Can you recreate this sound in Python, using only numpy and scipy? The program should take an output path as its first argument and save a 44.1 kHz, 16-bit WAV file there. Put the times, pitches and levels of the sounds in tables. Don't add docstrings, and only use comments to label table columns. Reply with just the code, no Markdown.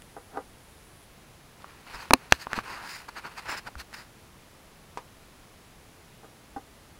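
import sys
import numpy as np
from scipy import signal
from scipy.fft import rfft, irfft
from scipy.io import wavfile
from scipy.ndimage import uniform_filter1d

SR = 44100
rng = np.random.default_rng(int(sys.argv[2]) if len(sys.argv) > 2 else 0)


def dump_mix(stems):
    frames = np.atleast_2d(stems).T
    limited = np.clip(frames, -1, 1)
    pcm = np.round(limited * 32767).astype(np.int16)
    wavfile.write(sys.argv[1], SR, pcm)


N = 308259
TIME = np.arange(N) / SR


def amp(db):
    return 10 ** (np.asarray(db) / 20)

def unit_rms(x):
    return x / np.sqrt(np.mean(x ** 2) + 1e-20)

def unit_peak(x):
    return x / (np.max(abs(x)) + 1e-12)

def db_at(curve, hz):
    curve_hz, db = np.transpose(curve)
    return np.interp(np.log(hz + 1), np.log(curve_hz + 1), db)

def add(mix, start, sound):
    part = mix[max(round(start * SR), 0):][:len(sound)]
    part += sound[:len(part)]

def colour(x, curve, size=4096):
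    log_gain = np.log(amp(db_at(curve, abs(np.fft.fftfreq(size, 1 / SR)))))
    taps = np.fft.ifft(np.exp(np.conj(signal.hilbert(log_gain)))).real
    return signal.oaconvolve(x, taps[:size // 2])[:len(x)]

def resonate(x, hz, width_hz):
    r = np.exp(-np.pi * width_hz / SR)
    feedback = [1, -2 * r * np.cos(2 * np.pi * hz / SR), r * r]
    return signal.lfilter(np.array([1, 0, -1]) * (1 - r * r) / 2, feedback, x)

def fade(t, t60):
    return np.exp(-np.log(1000) * t / t60)

def tone(t, hz, t60):
    return np.sin(2 * np.pi * hz * t) * fade(t, t60)

def ring(modes, t, stretch=1):
    return sum((-1) ** k * amp(db) * tone(t, hz, t60 * stretch) for k, (hz, db, t60) in enumerate(modes))

def swell(t, rise, fall, shape):
    return amp(-10 * abs(t / np.where(t < 0, rise, fall)) ** shape)

def reflections(x, db, t60, top_hz):
    t, r = np.arange(SR // 3) / SR, np.exp(-2 * np.pi * top_hz / SR)
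    dull_noise = signal.lfilter([1 - r], [1, -r], rng.standard_normal(len(t)))
    tail = dull_noise * fade(t, t60) * (1 - np.exp(-t / 0.00205))
    return x + amp(db) * signal.oaconvolve(x, tail / np.linalg.norm(tail))[:len(x)]


# (frequency [Hz], relative level [dB])
HISS_CURVE = [(12, -37), (20, -3), (140, -4.5), (298, -10.5), (362, -10), (465, -11.5), (519, -12.5),
              (1230, -15.5), (1500, -17.5), (1980, -18), (6720, -26), (9930, -29), (15500, -31.5)]
# (pitch [Hz], level before boost [dB])
WHINE_TONES = [(9829, -91), (9905.5, -87), (9982, -75.5), (10058.3, -76.5), (10134.5, -89)]

def electronics(hiss_db=-53.5, whine_boost_db=1.0):
    gains = amp(db_at(HISS_CURVE, np.fft.rfftfreq(N, 1 / SR)))
    hiss = unit_rms(irfft(rfft(rng.standard_normal(N)) * gains, N))
    whine = sum(amp(db) * np.sin(2 * np.pi * (hz * TIME + rng.random())) for hz, db in WHINE_TONES)
    return amp(hiss_db) * hiss + amp(whine_boost_db) * np.sqrt(2) * whine


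# (time [s], level [dB])
SIZZLE_LEVELS = [(0, -67.5), (0.45, -68.5), (1.05, -65), (1.1, -90)]

def sizzle(hz=10000, width_hz=2800):
    band = resonate(resonate(rng.standard_normal(N), hz, width_hz), hz, width_hz)
    return unit_rms(band) * amp(np.interp(TIME, *np.transpose(SIZZLE_LEVELS), right=-np.inf))


def flex(t, hz, t60, contact_cycles=0.16):
    return (1 - np.exp(-(hz * t / contact_cycles) ** 2)) * tone(t, hz, t60)


# (frequency [Hz], relative level [dB])
CRACK_CURVE = [(200, 2.5), (1000, 0), (2600, 2), (3300, -2.5), (4800, 2), (6000, -3), (7000, -8),
               (10000, -12), (13000, -35), (15500, -16)]

def crack(t):
    splinters = 0.38 * rng.standard_normal(len(t)) * fade(t, t60=0.0046)
    return unit_peak(colour((t == 0) + splinters, CRACK_CURVE))


# (pitch [Hz], relative level [dB], fade time [s])
PANEL_TONES = [(261, -2.5, 0.059), (341, -4.5, 0.038), (420, -6.5, 0.023), (520, -16, 0.061),
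               (710, -7.5, 0.046), (844, -6.5, 0.03), (930, 4.5, 0.014), (1092, -15.5, 0.065),
               (1275, 1, .012), (1650, 1.5, 0.014), (2390, -0.5, 0.011)]

def panel(t):
    return unit_peak(ring(PANEL_TONES, t))


# (time [s], level [dB], pitch [Hz])
FINGER_TICKS = [(0.021, -34, 9100), (1.6217, -41.5, 3630), (1.6441, -26, 1130), (1.8695, -33, 1500),
                (2.086, -40, 3000), (2.4696, -17, 980), (2.532, -9.5, 1650), (2.5414, -23, 1800),
                (2.5885, -12, 1200), (2.859, -29, 1300), (3.173, -25.5, 1400), (3.6717, -28.5, 1590),
                (3.6865, -28, 776), (3.7544, -26.5, 1400), (3.9298, -29.5, 1760)]

def ticks(fade_cycles=8.4, panel_db=-22.5):
    out, t = np.zeros(N), np.arange(SR // 5) / SR
    panel_ring = amp(panel_db) * panel(t)
    for start, db, hz in FINGER_TICKS:
        crack_db = min(-15 + 25 * np.log2(hz / 1400), 0)
        add(out, start, amp(db) * (flex(t, hz, fade_cycles / hz) + amp(crack_db) * crack(t) + panel_ring))
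    return reflections(out, db=-23, t60=0.04, top_hz=3000)


# (pitch [Hz], relative level [dB], fade time before stretch [s])
HOUSING_TONES = [(282, -0.5, 0.13), (427, 1, 0.064), (464, -9, 0.2), (514, -4.5, 0.087), (635, -10, 0.12),
                 (778, -1.5, 0.079), (993, -13.5, 0.11), (1060, -14.5, 0.071), (1150, -9, 0.048),
                 (1212, -9.5, 0.071), (1350, -7.5, 0.091), (1540, -7, 0.043), (1980, -21.5, 0.11)]
# (time [s], level [dB], main swing pitch [Hz], swing against ring [dB],
# swing fade time [s], contact tick against knock [dB])
PLUG_KNOCKS = [(0.166, -31, 706, -4, 0.042, -21), (0.3724, -22.5, 795, -3, 0.014, -21),
               (4.9735, -22, 980, 18, 0.014, -11), (6.2325, -43, 746, -4.5, .033, -30),
               (6.2431, -37.5, 476, -4, 0.051, -25), (6.5625, -29, 789, 0, 0.085, -26),
               (6.5652, -31, 292, 4, 0.053, -18)]

def lamp_housing():
    out, t = np.zeros(N), np.arange(SR // 4) / SR
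    body = unit_peak(resonate(ring(HOUSING_TONES, t, stretch=0.62), hz=850, width_hz=1100))
    for start, db, hz, swing_db, t60, tick_db in PLUG_KNOCKS:
        swing = amp(swing_db) * tone(t, hz, t60)
        burst = rng.standard_normal(len(t)) * fade(t, t60=0.035)
        tick = amp(tick_db) * unit_peak(colour(burst, CRACK_CURVE))
        add(out, start, amp(db) * (unit_peak(body - swing) + tick))
    rubbed = signal.oaconvolve(rng.standard_normal(N), ring(HOUSING_TONES, t, stretch=0.34))[:N]
    scrape = unit_rms(resonate(rubbed, hz=960, width_hz=370))
    out += amp(-40) * scrape * swell(TIME - 0.3655, rise=0.036, fall=0.01, shape=1.3)
    return reflections(out, db=-9.5, t60=0.12, top_hz=4000)


def skin_slips(size, per_second=2200, spread_db=2.6, noise_share=0.72, grip_db=1.66):
    slipping = rng.random(size) < per_second / SR
    strength = amp(spread_db * np.minimum(rng.exponential(1, size), 3))
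    grip = unit_rms(uniform_filter1d(rng.standard_normal(size), size=260))
    jerks = unit_rms(slipping * strength * rng.choice([-1, 1], size))
    return (jerks + noise_share * rng.standard_normal(size)) * amp(grip_db * grip)


# (frequency [Hz], relative level [dB])
CASE_CURVE = [(100, -11.5), (620, -8.5), (920, 1.5), (1650, -2.5), (2200, -5), (2550, -2.5), (3400, -14),
              (4300, -9.5), (5200, -15), (6200, -19.5), (7000, -21.5), (11000, -22), (13400, -29),
              (15300, -28.5)]
# (time [s], level [dB])
PALM_LEVELS = [(1.6, -56), (1.86, -59.5), (1.875, -47), (2.06, -53.5), (2.29, -58.5), (2.628, -61),
               (2.64, -46.5), (3.06, -60), (3.45, -50), (3.72, -63)]

def palm():
    level_db = np.interp(TIME, *np.transpose(PALM_LEVELS), left=-np.inf, right=-np.inf)
    return unit_rms(colour(skin_slips(N), CASE_CURVE)) * amp(level_db)


# (multiple of its pitch [ratio], width [Hz], relative level [dB])
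RASP_BANDS = [(.4, 350, 4.5), (1, 764, 3), (1.41, 650, -4), (1.78, 750, -10), (3.06, 1300, -14)]

def rasp(size, pitch):
    slips = skin_slips(size)
    return unit_rms(sum(amp(db) * resonate(resonate(slips, ratio * pitch, width), ratio * pitch, width)
                        for ratio, width, db in RASP_BANDS))


# (peak time [s], length [s], level [dB], brightness [dB per octave], rasp pitch [Hz])
FINGER_STROKES = [(1.952, 0.049, -40.5, -1, 5100), (2.018, 0.11, -45, 0.5, 4500),
                  (2.231, 0.13, -55, -2.5, 4430), (2.312, 0.01, -47.5, 3.5, 4270),
                  (2.345, 0.065, -46, 2.5, 4370), (2.422, 0.074, -45.5, 2.5, 4600),
                  (2.518, 0.043, -42.5, -3, 4360), (2.576, 0.07, -35.5, -1, 4300),
                  (2.731, .16, -39, -2, 4690), (2.841, .09, -44.5, -3.5, 4600),
                  (2.932, 0.21, -43.5, 2.5, 4920), (3.091, 0.016, -39, -1.5, 4500),
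                  (3.18, 0.044, -37, -1.3, 4560), (3.266, 0.047, -38.5, -3.3, 4500),
                  (3.387, 0.04, -38.5, -0.5, 4700), (3.493, 0.015, -33.5, -2.5, 4960),
                  (3.516, 0.096, -33, -1.2, 5170), (3.581, 0.039, -38.5, 2, 5070),
                  (3.675, .03, -38.5, -2, 4750), (3.804, 0.04, -41, 2.5, 4330),
                  (3.946, 0.02, -38.5, 1, 5080), (3.987, 0.12, -47.5, 1.5, 4880)]

def strokes(rise_share=0.53, hollow_ratio=0.33, hollow_octaves=0.29):
    out, size = np.zeros(N), 32768
    t, hz = (np.arange(size) - size // 2) / SR, np.fft.rfftfreq(size, 1 / SR)
    octaves = np.log2(np.clip(hz, 800, 8000) / 800)
    for peak_time, length, db, brightness, pitch in FINGER_STROKES:
        hollow_db = 4 * np.exp(-(np.log2((hz + 1) / (hollow_ratio * pitch)) / hollow_octaves) ** 2)
        gains = amp(db_at(CASE_CURVE, hz) + brightness * octaves + hollow_db)
        rub = unit_rms(irfft(rfft(skin_slips(size)) * gains))
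        pressure = swell(t, rise_share * length, (1 - rise_share) * length, shape=2.18)
        rasp_gain = amp(-6.5 + 1.7 * brightness) * pressure ** 2.2
        add(out, peak_time + t[0], amp(db) * (pressure * rub + rasp_gain * rasp(size, pitch)))
    return out


# (time [s], level [dB], pitch [Hz], fade time
# [s])
LOW_THUDS = [(1.944, -39.5, 44.8, 0.23), (2.1360, -34, 56.4, .08), (2.1401, -24, 258, 0.0294),
             (2.3204, -27, 67.4, 0.1), (2.579, -19.5, 265, 0.015), (2.581, -37, 111, 0.13),
             (3.7620, -34.5, 64, 0.17)]

def bumps():
    out, t = np.zeros(N), np.arange(SR // 4) / SR
    for start, db, hz, t60 in LOW_THUDS:
        add(out, start, amp(db) * tone(t, hz, t60))
    return out


# (multiple of its pitch [ratio], relative level [dB], fade time [s])
SNAP_TONES = [(.62, -3, 0.0068), (1, -1.5, 0.0059), (1.16, -4, .004), (1.42, -7, 0.0048), (2.4, -5, 0.0026),
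              (3.76, -14.5, .003)]
# (time [s], push level [dB], push pitch [Hz], panel against push [dB],
# wait for the snap [s], snap level [dB], snap pitch [Hz])
CASE_CLACKS = [(2.1079, -6, 1000, -4.5, 0.00014, -15, 3660), (2.1343, 6, 960, -13.5, 0.002, 7.5, 4210),
               (2.3229, 0.5, 798, -23, 0.00039, 14, 2700)]

def clacks(crack_db=-5.5):
    out, t = np.zeros(N), np.arange(SR // 5) / SR
    for start, push_db, push_hz, panel_db, wait, snap_db, snap_hz in CASE_CLACKS:
        add(out, start, amp(push_db) * flex(t, push_hz, t60=0.0064))
        snap = unit_peak(sum(amp(db) * flex(t, ratio * snap_hz, t60) for ratio, db, t60 in SNAP_TONES))
        snap += amp(crack_db) * crack(t)
        add(out, start + wait, amp(snap_db) * snap + amp(push_db + panel_db) * panel(t))
    return reflections(out, db=-36, t60=0.063, top_hz=2000)


def scene():
    return (lamp_housing() + clacks() + ticks() + bumps() + strokes() + palm() + sizzle() + electronics())[None]

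def record(dry, clip_level=0.95, top_hz=15850):
    clipped = np.clip(dry, -clip_level, clip_level)
    low_pass = signal.firwin(511, top_hz, window=("kaiser", 9), fs=SR)
    return signal.oaconvolve(clipped, low_pass[None], "same")


dry = scene()
out = record(dry)
dump_mix(out)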